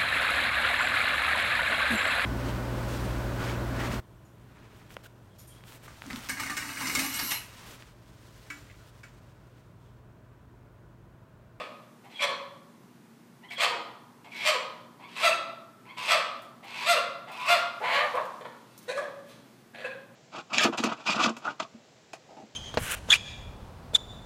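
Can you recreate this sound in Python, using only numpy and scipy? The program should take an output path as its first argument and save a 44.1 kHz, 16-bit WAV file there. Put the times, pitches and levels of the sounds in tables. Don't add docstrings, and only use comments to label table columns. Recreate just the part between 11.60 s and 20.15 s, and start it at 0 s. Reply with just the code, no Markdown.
import sys
import numpy as np
from scipy import signal
from scipy.fft import rfft, irfft
from scipy.io import wavfile
from scipy.ndimage import uniform_filter1d

SR = 44100
rng = np.random.default_rng(int(sys.argv[2]) if len(sys.argv) > 2 else 0)


def persist_wave(psi):
    counts = np.round(np.clip(psi, -1, 1) * 32767).astype(np.int16)
    wavfile.write(sys.argv[1], SR, np.atleast_2d(counts).T)


N = 377083


def amp(db):
    return 10 ** (np.asarray(db) / 20)


def unit(x):
    return x / np.sqrt(np.mean(x ** 2) + 1e-20)


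def read(points, hz):
    f, value = np.transpose(points)
    return np.interp(np.log(hz + 1), np.log(f), value)


def controls(rows):
    s, *columns = np.transpose(rows)
    t = np.arange(s[0], s[-1], 1 / SR)
    return [np.interp(t, s, column) for column in columns]


def add(mix, s, sound):
    at = round(s * SR)
    sound, part = sound[max(-at, 0):], mix[max(at, 0):]
    part[:len(sound)] += sound[:len(part)]


def noise(spectrum, size):
    white = rng.standard_normal(max(size, SR))
    gain = amp(read(spectrum, np.fft.rfftfreq(len(white), 1 / SR)))
    return unit(irfft(rfft(white) * gain, len(white)))[:size]


def wander(hz, size):
    white = rng.standard_normal(max(size, SR) + SR)
    return unit(signal.sosfilt(signal.butter(2, hz, fs=SR, output="sos"), white))[SR:][:size]


def fade(size, edge_s=0.0086):
    return signal.windows.tukey(size, min(1, 2 * edge_s * SR / size))


# frequency in Hz, relative level in dB.
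AIR_SPECTRUM = [(18, -88), (30, -23), (85, -26.5), (110, -17.5), (132, -7), (147, -9.5), (222, -8),
                (253, -8.5), (374, -12), (552, -20.5), (774, -20.5), (837, -19), (1480, -23.5),
                (3150, -31.5), (15000, -39.5)]
# pitch in Hz, level in dB.
FAN_TONES = [(120, -69), (178, -71), (233, -64)]


def ventilation(air_db=-57, waver=0.36):
    t = np.arange(N) / SR
    hum = np.zeros(N)
    for hz, db in FAN_TONES:
        level = amp(db) * np.sqrt(2) * (1 + waver * wander(9.2, N))
        hum += level * np.sin(2 * np.pi * hz * t + 2 * wander(2.5, N))
    return amp(air_db) * noise(AIR_SPECTRUM, N) + hum


def throat(x, resonances, opening, tilt_db, base_db):
    hz, t, spectrum = signal.stft(x, SR, nperseg=512, noverlap=384)
    hz = hz[:, None]
    opening, tilt_db, base_db = (np.interp(t * SR, np.arange(len(x)), curve * np.ones(len(x)))
                                 for curve in (opening, tilt_db, base_db))
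    peaks = sum(amp(db) / (1 + (2 * (hz - f * opening) / width) ** 2) for f, width, db in resonances)
    tilt = amp(tilt_db * np.log2(np.clip(hz, 500, 5000) / 1500))
    gain = (amp(base_db) + peaks / 2) * tilt
    shaped = signal.istft(spectrum * gain, SR, nperseg=512, noverlap=384)[1][:len(x)]
    return shaped / np.sqrt(uniform_filter1d(shaped ** 2, size=700) + 1e-12)


# resonance in Hz, width in Hz, height in dB.
THROAT_RESONANCES = [(970, 306, 16.5), (2350, 370, 10.5), (3267, 430, 13), (4500, 580, -15.5),
                     (7600, 640, 6)]


def cry(db, hz, rough, bright_db, opening, tone, rasp, jitter, flutter_db, rasp_db,
        resonances=THROAT_RESONANCES, stagger=0):
    size, rough = len(db), np.clip(rough, .02, .99)
    cycles = np.cumsum(hz * (1 + jitter * rough * wander(227, size))) / SR
    cycles += stagger * wander(220, size)
    harmonics = unit(sum(amp(read(tone, k * hz)) * np.cos(2 * np.pi * (k * cycles + rng.random()))
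                         for k in range(1, 24)))
    puffs = unit(noise(rasp, size) * (3.5 + np.exp(-(cycles % 1) / 0.79)))
    drive = np.sqrt(1 - rough ** 2) * (1 - rough / 2) * harmonics + amp(rasp_db) * rough * puffs
    flutter = unit(amp(flutter_db * rough * wander(84, size)))
    voice = amp(db) * flutter * fade(size) * throat(drive, resonances, opening, bright_db, base_db=0)
    low_cut = signal.butter(2, 260, "highpass", fs=SR, output="sos")
    return signal.sosfilt(low_cut, voice)


def effort(rise_s, fall_s):
    t = np.arange(-rise_s, fall_s, 1 / SR)
    return t, np.clip(-t / rise_s, 0, 1), np.clip(t / fall_s, 0, 1)


# frequency in Hz, relative level in dB.
SQUAWK_TONE = [(400, 15.5), (600, 8.5), (710, 4.5), (1050, -6.5), (1350, 1.5), (2000, -0.5), (2800, -4.5),
               (4200, -9), (6000, -22), (12000, -23.5), (15000, -35)]
SQUAWK_RASP = [(150, -42), (380, -45), (540, 9.5), (780, -4), (1200, -7), (1650, -3.5), (2100, 1),
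               (2900, 0), (3800, -5), (4700, -8.5), (6400, -20), (8000, -16), (10000, -25), (13000, -30),
               (15500, -52)]
# resonance in Hz, width in Hz, height in dB.
SQUAWK_RESONANCES = [(1060, 354, 16.9), (2326, 410, 10.1), (4380, 490, 2), (7400, 400, 7.1)]
# peak time, rise and fall in seconds, level in dB, top pitch in Hz,
# roughness from 0 to 1, brightness in dB per octave, beak opening as a factor on the resonances,
# shrill ring in Hz, its height in dB.
SQUAWKS = [ (-.03, .06, 0.077, -33.5, 625.7, 0.37, 0.5, 1.06, 3440, 6),
           (.637, .051, 0.037, -25.5, 579, 0.49, 2, 0.98, 3250, 12.5),
           (2.03, 0.057, 0.056, -21, 620, 0.58, 2.5, 1.01, 3150, 5.5),
           (2.886, .052, 0.048, -20.5, 622.8, 0.44, 4, 1.015, 3170, 9),
           (3.657, 0.05, 0.06, -19, 672, 0.18, 2.5, 1.074, 3760, 14),
           (4.522, .056, 0.059, -19, 659.4, 0.45, 3, 1.078, 3420, 6),
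           (5.306, 0.066, 0.091, -19.5, 693.7, 0.07, 4, 1.06, 3750, 15),
           (5.922, 0.063, 0.07, -19.5, 702.7, 0.15, 3.5, 1.07, 3650, -2), ]


def squawk(rise_s, fall_s, db, top_hz, rough, bright_db, opening, ring_hz, ring_db):
    t, early, late = effort(rise_s, fall_s)
    level_db = db - 24.5 * (early ** 2.04 + late ** 1.63)
    arch = 1 - 0.26 * (1 - np.exp(-abs(t / 0.043) ** 2.805))
    pitch = top_hz * arch * (1 - 0.904 * t)
    rough = rough + (0.64 - rough) * early ** 1.42 + (0.12 - rough) * late ** 2
    bright_db = bright_db - 3 * late ** 0.46
    resonances = SQUAWK_RESONANCES + [(ring_hz / opening, 124, ring_db)]
    beak = opening * (1 - 0.049 * early ** 2 - 0.08 * late ** 2)
    return cry(level_db, pitch, rough, bright_db, beak, SQUAWK_TONE, SQUAWK_RASP, jitter=0.044,
               flutter_db=5.5, rasp_db=4.5, resonances=resonances, stagger=0.011 * (1 + 2 * late))


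# frequency in Hz, seconds to fall by 60 dB.
ROOM_T60 = [(150, 0.59), (550, 0.8), (800, 0.9), (1130, 0.91), (1350, 0.77), (1700, 0.7), (2500, 0.52),
            (3450, 0.63), (4500, 0.6), (8000, 0.43), (14000, 0.29)]
# frequency in Hz, relative level in dB.
ROOM_COLOUR = [(300, 1), (560, -2.5), (710, -0.5), (850, 0), (1130, 1.5), (1350, 3), (1700, 0), (2500, 1),
               (3450, 1), (6000, -0.5), (14000, -1)]


def room_tail(bass_build_s=0.0028, treble_build_s=0.013):
    hz, t, spectrum = signal.stft(rng.choice([-1., 1.], SR), SR, nperseg=256)
    build_s = np.interp(hz, [1000, 3000], [bass_build_s, treble_build_s])[:, None]
    decay = amp(read(ROOM_COLOUR, hz)[:, None] - 60 * t / read(ROOM_T60, hz)[:, None])
    tail = signal.istft(spectrum * decay * (1 - np.exp(-t / build_s)), SR, nperseg=256)[1]
    return tail / np.linalg.norm(tail)


# delay in seconds, gain against the direct sound.
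REFLECTIONS = [(.0015, 0.12), (.0046, 0.27), (.01, 0.7), (0.016, 0.24), (.068, 0.19)]


def room(x, tail, wet_db):
    response = amp(wet_db) * tail
    response[0] += 1
    for delay_s, gain in REFLECTIONS:
        response[round(delay_s * SR)] += gain
    return signal.fftconvolve(x, response / np.linalg.norm(response[:SR // 25]))


# frequency in Hz, relative level in dB.
BREATH_SPECTRUM = [(200, -19), (500, -2.5), (900, -9.5), (1600, 0.5), (2600, 9), (4500, 0), (6300, -12),
                   (8200, -11), (11000, -21), (15000, -26)]
# resonance in Hz, width in Hz, height in dB.
WHEEZE_RESONANCES = [(1026, 145, 29.8), (2540, 270, 9.2), (3630, 82, 2.8), (4860, 120, 0.92),
                     (8400, 200, 2)]
# start and length in seconds, level in dB, widest beak opening.
WHINES = [(.432, 0.049, -52.5, 0.86), (1.816, 0.043, -59, 0.9), (2.638, 0.059, -53.5, 0.89),
          (3.38, 0.087, -51.5, 0.95), (4.237, 0.11, -53.5, 0.98), (5.022, 0.038, -49, 0.85),
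          (5.666, 0.043, -42, 0.79)]


def whine(length, db, opening, arch=0.18, crest=0.63, flutter_db=3):
    size = round(length * SR)
    progress = np.linspace(0, 1, size)
    opening = opening * (1 - arch * ((progress - crest) / crest) ** 2)
    air = throat(noise(BREATH_SPECTRUM, size), WHEEZE_RESONANCES, opening, tilt_db=-4, base_db=-6)
    return amp(db + flutter_db * wander(120, size)) * signal.windows.tukey(size, .6) * air


# frequency in Hz, relative level in dB.
STEEL_SPECTRUM = [(500, -25), (2000, -38), (4000, -6), (6500, -2), (9000, 1), (12000, -4), (15500, 1.5)]
# start in seconds, level in dB.
SNIPS = [(.447, -58), (1.92, -50), (1.936, -49), (2.647, -66), (4.82, -48.5), (4.849, -55), (5.043, -52),
         (5.718, -46), (6.553, -44), (6.655, -49), (7.178, -39), (7.229, -49)]


def snip(db, decay_s=0.0048):
    t = np.arange(SR // 20) / SR
    return amp(db) * noise(STEEL_SPECTRUM, len(t)) * np.exp(-t / decay_s)


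# frequency in Hz, relative level in dB.
SNAP_SPECTRUM = [(1500, -41), (3300, 2), (5500, 3.5), (6700, -11), (8200, -3.5), (10000, -8), (13000, -9),
                 (15500, -17)]


def crackle(size, ticks_per_s=100, decay_s=0.001):
    ticks = (rng.random(size) < ticks_per_s / SR) * rng.uniform(0.33, 1, size)
    t = np.arange(SR // 200) / SR
    return signal.fftconvolve(ticks, noise(SNAP_SPECTRUM, len(t)) * np.exp(-t / decay_s))[:size]


# start and length in seconds, level it swells toward in dB, broad
# rush beside the resonances in dB, final beak opening, first push in dB (below 0 it creeps in).
HISSES = [(0.494, 0.1, -50, 8, 0.86, 2), (1.901, 0.042, -44, 4, 0.87, 4.5),
          (1.935, 0.059, -50, -2, 1.6, -6), (2.641, 0.016, -49, -4, 0.87, 4.5),
          (2.701, 0.17, -34, 7, 0.89, -7), (3.469, 0.11, -48, 16, 1.25, 1),
          (3.553, 0.092, -31, 5, 0.99, 0.5), (4.365, 0.13, -31.5, 0.5, 0.97, 6),
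          (5.028, 0.22, -32.5, -1, 0.96, -2), (5.68, 0.26, -27, -8.5, 1.03, -2)]


def hiss(length, db, breadth_db, opening, push_db, swell_db_per_s=86, rattle_db=4, rattle_hz=44):
    left_s = np.arange(length, 0, -1 / SR)
    size = len(left_s)
    push = np.exp((left_s - length) / 0.034)
    opening = opening - 0.24 * left_s + 0.029 * wander(26, size)
    rattle_cycles = np.cumsum(rattle_hz * (1 + 0.41 * wander(42, size))) / SR
    rattle = rattle_db * np.cos(2 * np.pi * rattle_cycles)
    rush_db = breadth_db + rattle - 4.5 * push
    air = throat(noise(BREATH_SPECTRUM, size), WHEEZE_RESONANCES, opening, tilt_db=0, base_db=rush_db)
    air += amp(-1) * crackle(size)
    swell_db = db - swell_db_per_s * left_s + push_db * push
    flutter_db = 0.17 * rattle + 2 * wander(360, size)
    return amp(swell_db + flutter_db) * fade(size, edge_s=0.0083) * air


# start and length in seconds, start pitch in Hz, level in dB.
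THIN_TONES = [(0.536, 0.1, 3350, -48.5), (0.583, 0.068, 2356, -33.5), (0.616, 0.033, 3450, -31.5),
              (0.711, 0.046, 4330, -50), (.715, 0.054, 3440, -48.5), (1.901, 0.04, 2285, -40),
              (1.879, 0.045, 3230, -53.5), (1.94, 0.14, 3300, -43.5), (2.003, 0.014, 3310, -31.5),
              (2.709, 0.081, 2297, -44.5), (2.777, 0.084, 2282, -38.5), (2.781, 0.064, 3310, -50),
              (3.704, .034, 2650, -30), (4.502, 0.014, 3296, -25), (5.17, .1, 2570, -42),
              (5.362, 0.024, 2780, -29), (5.879, 0.0376, 2516, -30), (7.28, 0.027, 3890, -43.5),
              (7.283, 0.036, 4320, -48), (7.284, 0.075, 2508, -43.5), (7.375, 0.0087, 1183, -30.5),
              (8.136, 0.018, 1676, -49.5), (8.239, 0.034, 1659, -38), (8.243, 0.016, 2610, -39.5),
              (8.3, 0.018, 2550, -43.5)]
TONE_SAG_HZ_PER_S = 1190


def thin_tone(length, start_hz, end_hz, db, waver=0.022, flutter_db=3):
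    size = round(max(length, .01) * SR)
    hz = np.linspace(start_hz, end_hz, size) * (1 + waver * wander(195, size))
    swell = signal.windows.tukey(size, .5) * amp(db + flutter_db * wander(204, size))
    return np.sqrt(2) * swell * np.sin(2 * np.pi * np.cumsum(hz) / SR)


# resonance in Hz, width in Hz, height in dB.
WINDPIPE_RESONANCES = [(5780, 220, 4.5), (6130, 280, 21), (7700, 300, 18.4), (8360, 280, 17),
                       (10660, 440, 12.3), (12200, 480, 9)]
# start and length in seconds, level in dB, beak opening.
CLAP_BURSTS = [(0.616, .033, -39, 0.96), (2.002, 0.04, -38.5, 1.09), (2.863, 0.032, -35, 0.97),
               (3.641, 0.06, -37.5, 1.05), (4.501, .034, -35, 1.01), (5.284, .056, -34, 1.04),
               (5.898, 0.027, -46, 1.04)]


def claps(length, db, opening, claps_per_s=300, uneven_db=5):
    size = round(length * SR)
    cycles = np.cumsum(claps_per_s * np.exp(.4 * wander(200, size))) / SR
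    cracks = noise(SNAP_SPECTRUM, size) * np.exp(-(cycles % 1) / 0.27)
    cracks *= amp(uneven_db * wander(190, size))
    ringing = throat(cracks, WINDPIPE_RESONANCES, opening, tilt_db=0, base_db=0)
    return amp(db) * fade(size, edge_s=.005) * ringing


# frequency in Hz, relative level in dB.
GRUNT_TONE = [(300, 9), (520, 4.5), (800, -2.5), (1100, -2.5), (1700, -16.5), (2400, -66), (4500, -26),
              (12000, -43)]
SHORT_CALL_RASP = [(150, -34), (350, -58), (520, 3.5), (800, -11), (1300, -9), (1700, 0.5), (2500, -10.5),
                   (3200, -9), (4200, -9), (5500, -36), (9000, -30), (15000, -41)]
# peak time, rise and fall in seconds, level in dB, peak's pitch in Hz.
GRUNTS = [(0.696, .02, 0.038, -30, 545.8), (2.105, 0.015, 0.047, -31.5, 510), (2.14, .015, 0.12, -45, 359),
          (2.957, 0.029, 0.011, -29, 489.6), (3.735, 0.016, 0.17, -47.5, 352.5),
          (4.598, .022, 0.0114, -30.5, 545.6), (5.386, 0.03, 0.018, -27, 560.4)]


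def grunt(rise_s, fall_s, db, hz, floor_hz=275, sag_s=0.0893):
    t, early, late = effort(rise_s, fall_s)
    level_db = db - 16.5 * (early ** 2 + late)
    pitch = floor_hz + (hz - floor_hz) * np.exp(-t / sag_s)
    return cry(level_db, pitch, rough=0.26, bright_db=1, opening=0.9, tone=GRUNT_TONE,
               rasp=SHORT_CALL_RASP, jitter=0.13, flutter_db=9, rasp_db=-11.5)


SQUEAK_PARTIALS_DB = [-8, -0.5, -6.5, -17]
# start and length in seconds, level in dB, start and end pitch in Hz.
SQUEAKS = [(1.831, 0.029, -52, 920, 1083), (3.427, 0.04, -51.5, 1022, 1203),
           (4.281, 0.0395, -49, 999, 1168)]


def squeak(length, db, start_hz, end_hz):
    return sum(thin_tone(length, k * start_hz, k * end_hz, db + partial_db, waver=0.005, flutter_db=1.5)
               for k, partial_db in enumerate(SQUEAK_PARTIALS_DB, 1))


# frequency in Hz, relative level in dB.
FEATHER_SPECTRUM = [(80, -28), (300, 16.5), (1000, 8), (3000, 10.5), (7000, 4), (10000, 2.5), (15000, -2)]
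# time in seconds, level in dB.
RUSTLE_CURVE = [(6.101, -65.5), (6.299, -50), (6.7, -62.5), (6.899, -67.5), (7.1, -66.5), (7.251, -61.5),
                (7.599, -70), (7.701, -54), (7.759, -78), (7.85, -68.5), (8.502, -78)]


def rustle(grain_db=5):
    db, = controls(RUSTLE_CURVE)
    return amp(db) * unit(noise(FEATHER_SPECTRUM, len(db)) * amp(grain_db * wander(300, len(db))))


# frequency in Hz, relative level in dB.
GROWL_TONE = [(380, 4), (570, 7.5), (900, 3), (1150, 4.5), (1700, 3.5), (2300, -7), (3400, -17),
              (5200, -48), (12000, -46)]
GROWL_RASP = [(150, -35), (330, -80), (500, 8.5), (850, -0.5), (1300, -1.5), (1850, 3), (2400, -3),
              (3200, -11.5), (4300, -10), (5500, -30), (9000, -35), (15000, -52)]
# time in seconds, level in dB,
# pitch in Hz, roughness from 0 to 1, brightness in dB per octave.
GROWL_CURVE = [(6.198, -39.5, 387.6, 0.4, -10.5), (6.225, -31, 439, 0.34, -1.5), (6.245, -28, 504, 0.44, 2),
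               (6.3, -28.5, 522.5, 0.64, 3), (6.352, -23.5, 564.6, 0.25, 6.5),
               (6.385, -24.5, 578.2, 0.26, 4.5), (6.42, -28, 607.6, 0.28, 1),
               (6.455, -29.5, 595.5, 0.23, 0.5), (6.48, -36, 563, 0.14, -4)]
LOUD_CLUCK_CURVE = [(6.533, -29.5, 484, 0.43, -7), (6.55, -27, 526.7, 0.28, -9),
                    (6.562, -29.5, 523.5, 0.48, -6), (6.579, -27, 547, 0.37, -6.5),
                    (6.6, -29.5, 517, 0.52, -7), (6.618, -36, 490, 0.63, -7)]


def growl(curve, opening):
    db, hz, rough, bright_db = controls(curve)
    return cry(db, hz, rough, bright_db, opening, GROWL_TONE, GROWL_RASP,
               jitter=0.0866, flutter_db=2, rasp_db=9)


# frequency in Hz, relative level in dB.
CLUCK_TONE = [(380, 10), (550, 4.5), (1100, -16.5), (1600, -4.5), (1950, -12), (2450, -24), (3200, -33),
              (4000, -19), (5200, -21.5), (9000, -17.5), (12000, -31)]
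# peak time, rise and fall in seconds, level in dB, pitch in Hz,
# glide in Hz per second, roughness from 0 to 1, brightness in dB per octave, beak opening.
CLUCKS = [ (6.818, 0.012, 0.0056, -34.5, 488, -15, 0.84, -5, 0.99),
          (6.853, 0.007, 0.0082, -32, 517, -1000, 0.86, -4.5, 1),
          (7.303, 0.027, 0.025, -30.5, 528.6, 2502, 0.4, 0, 0.81),
          (7.38, .02, 0.024, -28.5, 561.6, 901, 0.45, -0.5, 0.72),
          (7.428, 0.032, 0.036, -39, 599, -500, 0.8, -7, 1),
          (8.18, 0.041, 0.11, -44, 544, -100, 0.89, 1.5, 0.77),
          (8.25, 0.0087, 0.015, -32, 525, -1400, 0.36, -3, 0.95), ]


def cluck(rise_s, fall_s, db, hz, glide_hz_per_s, rough, bright_db, opening):
    t, early, late = effort(rise_s, fall_s)
    level_db = db - 2.5 * (early + late) ** 2
    return cry(level_db, hz + glide_hz_per_s * t, rough, bright_db, opening, CLUCK_TONE, SHORT_CALL_RASP,
               jitter=0.043, flutter_db=5, rasp_db=-4.5)


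def scene():
    mix, tail = ventilation(), room_tail()

    def play(s, sound, wet_db=-2.5):
        add(mix, s, room(sound, tail, wet_db))

    for call, rows, wet_db in (squawk, SQUAWKS, -2.5), (grunt, GRUNTS, -2.5), (cluck, CLUCKS, -2):
        for peak_s, rise_s, *shape in rows:
            play(peak_s - rise_s, call(rise_s, *shape), wet_db)
    for s, *shape in CLAP_BURSTS:
        play(s, claps(*shape), wet_db=-5.5)
    play(GROWL_CURVE[0][0], growl(GROWL_CURVE, opening=0.933), wet_db=-6)
    play(LOUD_CLUCK_CURVE[0][0], growl(LOUD_CLUCK_CURVE, opening=1.11), wet_db=-6)
    for call, rows in (hiss, HISSES), (whine, WHINES), (squeak, SQUEAKS):
        for s, *shape in rows:
            play(s, call(*shape))
    for s, length, hz, db in THIN_TONES:
        play(s, thin_tone(length, hz, hz - TONE_SAG_HZ_PER_S * length, db), wet_db=-7)
    for s, db in SNIPS:
        play(s, snip(db), wet_db=-4)
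    play(RUSTLE_CURVE[0][0], rustle(), wet_db=6)
    return mix[None]


def record(dry, low_hz=60, top_hz=15350):
    thin = signal.sosfilt(signal.butter(2, low_hz, "highpass", fs=SR, output="sos"), dry)
    high_cut = signal.firwin(511, top_hz, window=("kaiser", 9), fs=SR)
    return signal.oaconvolve(thin, high_cut[None], "same")


dry = scene()
out = record(dry)
persist_wave(out)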